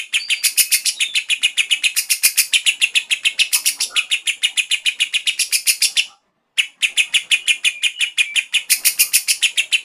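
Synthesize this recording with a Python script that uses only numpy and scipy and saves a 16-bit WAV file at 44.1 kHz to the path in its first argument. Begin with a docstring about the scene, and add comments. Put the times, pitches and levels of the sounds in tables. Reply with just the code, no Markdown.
"""Caged lovebird chattering

A close lovebird chatters about seven syllables a second, with one short pause. Each syllable is a
whistle that flicks up and slides down; in bouts the bird pushes harder and the voice breaks into a
shrill rasp. Cage and room ring after each one. Other birds whistle further off, over soft noise."""
import sys
import numpy as np
from scipy import signal
from scipy.fft import rfft, irfft
from scipy.io import wavfile
from scipy.ndimage import uniform_filter1d

SR = 44100
rng = np.random.default_rng(int(sys.argv[2]) if len(sys.argv) > 2 else 0)


def master_out(mix):
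    """Clip the mix to full scale and print it as 16-bit PCM to the path in sys.argv[1]."""
    frames = np.transpose(np.atleast_2d(mix))
    ceiling = np.clip(frames, -1, 1)
    pcm = np.round(ceiling * 32767).astype(np.int16)
    wavfile.write(sys.argv[1], SR, pcm)


N = 433944
LEAD = SR // 10  # samples of chatter before time zero


# Clear syllables: flick_s, top_hz, hold_s, level_db
CLEAR_SYLLABLES = [(-.031, 3784, .025, -22), (.141, 3680, 0.032, -21.5), (.303, 3686, 0.035, -21.5),
                   (1.008, 3790, 0.026, -22.5), (1.156, 3975, 0.028, -21.5), (1.302, 3827, 0.031, -22),
                   (1.435, 3825, 0.027, -21.5), (1.581, 3710, 0.029, -20.5), (1.712, 3700, .026, -21.5),
                   (1.842, 3937, 0.026, -20.5), (2.538, 4017, .025, -18), (2.667, 3870, 0.03, -19),
                   (2.819, 3890, 0.027, -21), (2.957, 3914, 0.022, -20), (3.113, 3900, 0.022, -21.5),
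                   (3.253, 3916, .022, -20.5), (3.396, 4096, 0.023, -19.5), (3.966, 3960, .028, -21),
                   (4.117, 3828, 0.028, -22), (4.275, 3787, 0.027, -22.5), (4.436, 3785, 0.024, -21.5),
                   (4.578, 3865, 0.021, -22), (4.715, 3800, 0.032, -21.5), (4.863, 3945, 0.024, -21),
                   (5.005, 3867, 0.026, -22), (5.142, 3945, 0.026, -22), (5.274, 4020, 0.022, -21.5),
                   (5.972, 4133, .025, -20.5), (6.586, 3453, .02, -21), (6.83, 3626, 0.024, -21.5),
                   (6.978, 3628, 0.028, -20), (7.144, 3637, 0.03, -19), (7.318, 3520, .027, -19),
                   (7.483, 3623, 0.03, -19.5), (7.65, 3595, 0.031, -20.5), (7.837, 3620, 0.031, -22),
                   (8.01, 3610, 0.031, -21.5), (8.186, 3524, 0.029, -20.5), (8.361, 3600, 0.03, -21.5),
                   (8.543, 3680, 0.031, -21), (9.43, 4017, 0.031, -20), (9.579, 3865, 0.025, -21.5),
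                   (9.729, 3863, 0.028, -21)]

def clear_chatter():
    """Clear whistles; those pushed above break_hz start to rasp."""
    out = np.zeros(LEAD + N)
    break_hz, break_db_per_hz = 3917, .0781
    pitch = dict(foot_hz=2120, flick_s=.001276, end_hz=1099, slide_share=1.4)
    effort = dict(ahead_s=.0002, attack_db_per_s=2450, sag_db_per_s=75, release_db_per_s=1900,
                  treble_fade_db_per_s=169.5, treble_shut_db=4, burst_db=0)
    for flick_s, top_hz, hold_s, level_db in CLEAR_SYLLABLES:
        flick_s += LEAD / SR
        rasp_db = -23 + break_db_per_hz * max(top_hz - break_hz, 0)
        sheen_db = np.array([-11, -9.5, -28]) + 1.3 * rng.standard_normal()
        add(out, *syllable(flick_s, top_hz, hold_s, level_db, rasp_db, sheen_db, pitch, effort,
                           jitter=.04, wander=.028, flutter_hz=700, grain_db=4, treble_grain_db=4,
                           scratch=.45, rasp_noise=.6, sheen_noise=.26))
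        add(out, *tick(flick_s - .016))
    return out


# Shrill syllables: flick_s, level_db, brightness_db
SHRILL_SYLLABLES = [(.449, -26.5, 0.5), (.588, -26, 7.5), (0.729, -26, 3), (.867, -26, -12),
                    (1.975, -29.5, 4), (2.11, -28, 2.5), (2.246, -25, 6), (2.386, -25.5, 4),
                    (3.539, -27.5, 4.5), (3.668, -27, -1), (3.816, -28, -13.5), (5.403, -27.5, -8.5),
                    (5.535, -27, -1.5), (5.681, -25, -0.5), (5.83, -23.5, -11.5), (8.712, -26, 5.5),
                    (8.861, -26.5, 7.5), (9.003, -27, 10), (9.147, -26, 6), (9.294, -25.5, -7.5)]

def shrill_chatter():
    """Pushed harder, the voice breaks into a rasp. Duller syllables slide down more slowly."""
    out = np.zeros(LEAD + N)
    effort = dict(ahead_s=.0068, attack_db_per_s=2201, sag_db_per_s=32.5, release_db_per_s=1201,
                  treble_fade_db_per_s=21, treble_shut_db=4.5, burst_db=2)
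    for flick_s, level_db, brightness_db in SHRILL_SYLLABLES:
        flick_s += LEAD / SR
        top_hz = 5322 * rng.lognormal(0, .04)
        hold_s = .02 * rng.lognormal(0, .07)
        rasp_db = 3.5
        sheen_db = np.array([.7, 5, -4.5]) + brightness_db * np.array([.21, .3, .85])
        slide_share = .14 + .05 * max(-brightness_db, 0)
        pitch = dict(foot_hz=2324, flick_s=.003, end_hz=2420, slide_share=slide_share)
        add(out, *syllable(flick_s, top_hz, hold_s, level_db, rasp_db, sheen_db, pitch, effort,
                           jitter=.08, wander=.085, flutter_hz=550, grain_db=5, treble_grain_db=3.5,
                           scratch=.7, rasp_noise=.33, sheen_noise=.45))
        add(out, *tick(flick_s - .023))
    return out


# Treble lines parallel to the whistle, each in a band of hiss: above_hz, low_hz, high_hz
SHEEN_LINES = [(3955, 5840, 8190), (6870, 8720, 11220), (10050, 11720, 14900)]

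def syllable(flick_s, top_hz, hold_s, level_db, rasp_db, sheen_db, pitch, effort,
             jitter, wander, flutter_hz, grain_db, treble_grain_db, scratch, rasp_noise, sheen_noise):
    """One gliding whistle with a rasp, plus a sheen of thin treble lines gliding parallel to it."""
    t = np.arange(-1600, 2496) / SR
    size = len(t)
    waver = 1 + jitter * flutter(size, flutter_hz) + wander * flutter(size, 130)
    cycles = np.cumsum(glide(t, top_hz, hold_s, **pitch) * waver) / SR
    whistle_db, treble_db = push(t, hold_s, **effort)
    grain = np.tanh(flutter(size, flutter_hz))
    fade = signal.windows.tukey(size, .1)
    whistle_env = fade * gain_of(whistle_db + grain_db * grain)
    treble_env = fade * gain_of(treble_db + treble_grain_db * grain)
    # Until they lock onto the note, the membranes scratch and sound the octave.
    unlocked = 1 / (1 + np.exp((t + effort["ahead_s"] + .0066) / .0022))
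    octave = np.sin(4 * np.pi * cycles)
    onset = unlocked * (.66 * octave + scratch * band_noise(size, 3800, 5400))
    sound = unit_rms(whistle_env * (np.sin(2 * np.pi * cycles) + onset))
    # Rasp: the ragged octave through the open beak's resonance.
    beak_hz = (4210, 6100)
    rasp = blend(unit_rms(band_pass(octave, *beak_hz)), band_noise(size, *beak_hz), rasp_noise)
    sound += gain_of(rasp_db) * unit_rms(np.sqrt(whistle_env * treble_env) * rasp)
    for (above_hz, low_hz, high_hz), line_db in zip(SHEEN_LINES, sheen_db):
        line = unit_rms(np.sin(2 * np.pi * (cycles + above_hz * t + rng.random())))
        sheen = treble_env * blend(line, band_noise(size, low_hz, high_hz), sheen_noise)
        sound += gain_of(line_db) * unit_rms(band_pass(sheen, low_hz, high_hz, order=12))
    # Nearest-wall bounces; delays differ per syllable as the bird bobs.
    heard = sound.copy()
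    for delay_s in rng.uniform(.003, .011, size=2):
        add(heard, delay_s, gain_of(-15) * sound)
    return flick_s + t[0], gain_of(level_db) * heard


def glide(t, top_hz, hold_s, foot_hz, flick_s, end_hz, slide_share):
    """Pitch in Hz: a creep, a quick flick to the top at t = 0, a slide down."""
    creep_hz_per_s = 27000
    up = foot_hz + creep_hz_per_s * t + (top_hz - foot_hz) * np.exp(-abs(t) / flick_s)
    down = end_hz + (top_hz - end_hz) * np.exp(-abs(t) / (slide_share * hold_s))
    return np.where(t < 0, up, down)


def push(t, hold_s, ahead_s, attack_db_per_s, sag_db_per_s, release_db_per_s,
         treble_fade_db_per_s, treble_shut_db, burst_db, burst_s=.0025):
    """Attack, sagging hold and release in dB. The treble opens at the flick and fades faster."""
    before_s, since_s, after_s = np.maximum([-t - ahead_s, t, t - hold_s], 0)
    whistle_db = -attack_db_per_s * before_s - sag_db_per_s * since_s - release_db_per_s * after_s
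    opening_db = np.where(t < 0, -treble_shut_db, burst_db * np.exp(-since_s / burst_s))
    return whistle_db, whistle_db + opening_db - treble_fade_db_per_s * since_s


def tick(start_s):
    """Faint dry pulse ahead of a syllable. Returns start_s, sound."""
    t = np.arange(512) / SR
    offset_s, level_db = rng.normal(0, .002), rng.normal(-32.5, 1.5)
    puff = band_noise(len(t), 1400, 3400) + .7 * band_noise(len(t), 3000, 9500)
    envelope = t / .00085 * np.exp(-t / .0016)
    return start_s + offset_s, gain_of(level_db) * puff * envelope


# Cage wall reflections: delay_ms, gain_db
CAGE_ECHOES = [(2.93, -30.5), (6.93, -29), (13.4, -28), (17.8, -33)]
# Cage peaks and hollows: centre_hz, width_hz, gain_db
CAGE_RESONANCES = [(2194, 69, 10), (2223, 80, -6), (2493, 132, 6), (2641, 42, -4), (2734, 183, 5),
                   (2955, 40, 6.5), (3120, 34, -0.5), (3835, 46, -10.5), (4470, 31, -22), (6170, 280, -6),
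                   (8500, 53, -5.5), (11940, 380, 6.5)]

def cage(x):
    """Wall echoes, then the cage's colour as a minimum-phase filter."""
    echoed = x.copy()
    for delay_ms, gain_db in CAGE_ECHOES:
        add(echoed, delay_ms / 1000, gain_of(gain_db) * x)
    hz = abs(np.fft.fftfreq(4096, 1 / SR))
    colour_db = sum(gain_db * np.exp(-((hz - centre_hz) / width_hz) ** 2)
                    for centre_hz, width_hz, gain_db in CAGE_RESONANCES)
    log_spectrum = np.conj(signal.hilbert(np.log(gain_of(colour_db))))
    impulse = np.fft.ifft(np.exp(log_spectrum)).real
    return signal.oaconvolve(echoed, impulse)[:len(x)]


# Room decay: frequency_hz, t60_s
ROOM_DECAY = [(300, 0.27), (2000, 0.25), (3000, 0.25), (5000, 0.33), (7500, 0.32), (10000, 0.26),
              (14000, 0.29)]

def room_tail(x):
    """Sparse reflections of random sign, each band dying at its own rate."""
    size = SR // 2
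    taps = rng.choice([-1., 1.], size) * (rng.random(size) < .15)
    hz, t, spectrum = signal.stft(taps, SR, nperseg=256)
    decay = gain_of(-60 * t / curve_at(ROOM_DECAY, hz)[:, None])
    tail = signal.istft(spectrum * decay, SR, nperseg=256)[1]
    age_s = np.arange(len(tail)) / SR
    # Early cage reflections give way to the weaker room.
    tail *= (1 - np.exp(-age_s / .00033)) * (1 + 1.31 * np.exp(-age_s / .057))
    return signal.fftconvolve(x, tail / np.linalg.norm(tail))[:len(x)]


def shifting_room(x):
    """Three tails crossfade slowly as the bird turns its head."""
    crossfade_hz = .599
    cycles = crossfade_hz * np.arange(len(x)) / SR
    return np.sqrt(2 / 3) * sum(room_tail(x * np.cos(np.pi * (cycles + k / 3))) for k in range(3))


# Other birds: start_s, length_s, first_hz, last_hz, level_db
FAR_CALLS = [(0.185, 0.082, 4485, 4780, -31.5), (0.263, 0.18, 4700, 4645, -35.5),
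             (0.628, 0.23, 2515, 2665, -36.5), (0.937, 0.22, 3860, 3450, -30),
             (3.83, 0.044, 4640, 4470, -47), (7.397, 0.13, 2870, 3040, -37.5),
             (7.717, 0.13, 2420, 2430, -33.5), (7.923, 0.19, 2950, 2890, -31.5),
             (8.214, 0.15, 2290, 2355, -35)]

def far_birds():
    """Thin, wavering whistles on straight glides."""
    out = np.zeros(N)
    for start_s, length_s, first_hz, last_hz, level_db in FAR_CALLS:
        size = int(length_s * SR)
        waver = 1 + .014 * flutter(N // 16, rate_hz=250)[:size]
        hz = np.linspace(first_hz, last_hz, size) * waver
        whistle = np.sin(2 * np.pi * np.cumsum(hz) / SR) * signal.windows.tukey(size, .5)
        add(out, start_s, gain_of(level_db) * unit_rms(whistle))
    return out


# Distant hollow sounds: start_s, length_s, centre_hz, width_hz, level_db
FAR_PUFFS = [(3.521, 0.076, 1100, 403, -38), (3.748, 0.089, 1040, 500, -45), (3.885, 0.14, 1347, 250, -35),
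             (3.793, 0.24, 500, 450, -52.5), (4.43, 0.15, 853, 249.4, -57), (6.083, 0.072, 847, 120, -53.5),
             (6.072, 0.073, 1260, 200, -51.5)]

def far_puffs():
    """Faint, dull swells of narrow-band noise."""
    out = np.zeros(N)
    for start_s, length_s, centre_hz, width_hz, level_db in FAR_PUFFS:
        size = int(length_s * SR)
        noise = band_noise(SR, centre_hz - width_hz / 2, centre_hz + width_hz / 2)[:size]
        add(out, start_s, gain_of(level_db) * unit_rms(noise * np.hanning(size)))
    return out


# Background spectrum: frequency_hz, relative_db
AIR_SPECTRUM = [(25, -5.5), (80, -14.5), (160, -3.5), (280, 1), (450, -3), (800, 2), (1500, -5.5),
                (2400, -10.5), (6000, -25), (15000, -37.5)]
# Background level: time_s, level_db
AIR_LEVEL = [(0.0, -61), (2.27, -58), (3.92, -54), (4.11, -61.5), (5.7, -58.5), (6.0, -56), (6.19, -68.5),
             (6.58, -65.5), (7.01, -54), (7.34, -51.5), (7.97, -65), (8.52, -61.5), (8.85, -50.5),
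             (9.84, -60)]

def air():
    """Soft, patchy background noise that sinks in the pause."""
    frames = dict(fs=SR, nperseg=2048, noverlap=1536)
    hz, _, spectrum = signal.stft(rng.standard_normal(N), **frames)
    patches = uniform_filter1d(rng.standard_normal(spectrum.shape), size=4, axis=0)
    patches_db = 4.2 * unit_rms(uniform_filter1d(patches, size=12, axis=1))
    spectrum *= gain_of(curve_at(AIR_SPECTRUM, hz)[:, None] + patches_db)
    noise = signal.istft(spectrum, **frames)[1][:N]
    level_db = np.interp(np.arange(N) / SR, *np.transpose(AIR_LEVEL))
    return unit_rms(noise) * gain_of(level_db + 2.4 * flutter(N, rate_hz=10))


def gain_of(db):
    """Decibels to amplitude."""
    return 10 ** (np.asarray(db) / 20)


def unit_rms(x):
    """Scales to rms 1."""
    return x / np.sqrt(np.mean(x ** 2) + 1e-20)


def curve_at(points, hz):
    """Interpolates a table on a log-frequency axis."""
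    point_hz, values = np.transpose(points)
    return np.interp(np.log(hz + 1), np.log(point_hz + 1), values)


def add(mix, start_s, sound):
    """Mixes a sound in at start_s, trimmed to the mix."""
    start = round(start_s * SR)
    sound = sound[max(-start, 0):]
    part = mix[max(start, 0):][:len(sound)]
    part += sound[:len(part)]


def band_pass(x, low_hz, high_hz, order=8):
    """Zero-phase band-pass with soft edges."""
    offset = (2 * np.fft.rfftfreq(len(x), 1 / SR) - low_hz - high_hz) / (high_hz - low_hz)
    return irfft(rfft(x) / np.sqrt(1 + offset ** order), len(x))


def band_noise(size, low_hz, high_hz):
    """Band of noise, rms 1."""
    return unit_rms(band_pass(rng.standard_normal(size), low_hz, high_hz))


def flutter(size, rate_hz):
    """Random wavering up to rate_hz, rms 1."""
    return band_noise(size, -rate_hz, rate_hz)


def blend(tone, noise, noise_share):
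    """Constant-power mix of tone and noise."""
    return np.sqrt(1 - noise_share) * tone + np.sqrt(noise_share) * noise


def scene():
    """Close bird, distant sounds and background, the same in both channels."""
    bird = clear_chatter() + shrill_chatter()
    far = far_birds() + far_puffs()
    near = cage(bird + gain_of(-6.5) * shifting_room(bird))[LEAD:]
    mono = near + gain_of(-4.5) * far + gain_of(-2) * room_tail(far) + air()
    return np.array([mono, mono])


def record(dry):
    """Clips at full scale, then low-passes."""
    cutoff_hz = 15050
    low_pass = signal.firwin(401, cutoff_hz, window=("kaiser", 7), fs=SR)
    return signal.oaconvolve(np.clip(dry, -1, 1), low_pass[None], "same")


dry = scene()
out = record(dry)
master_out(out)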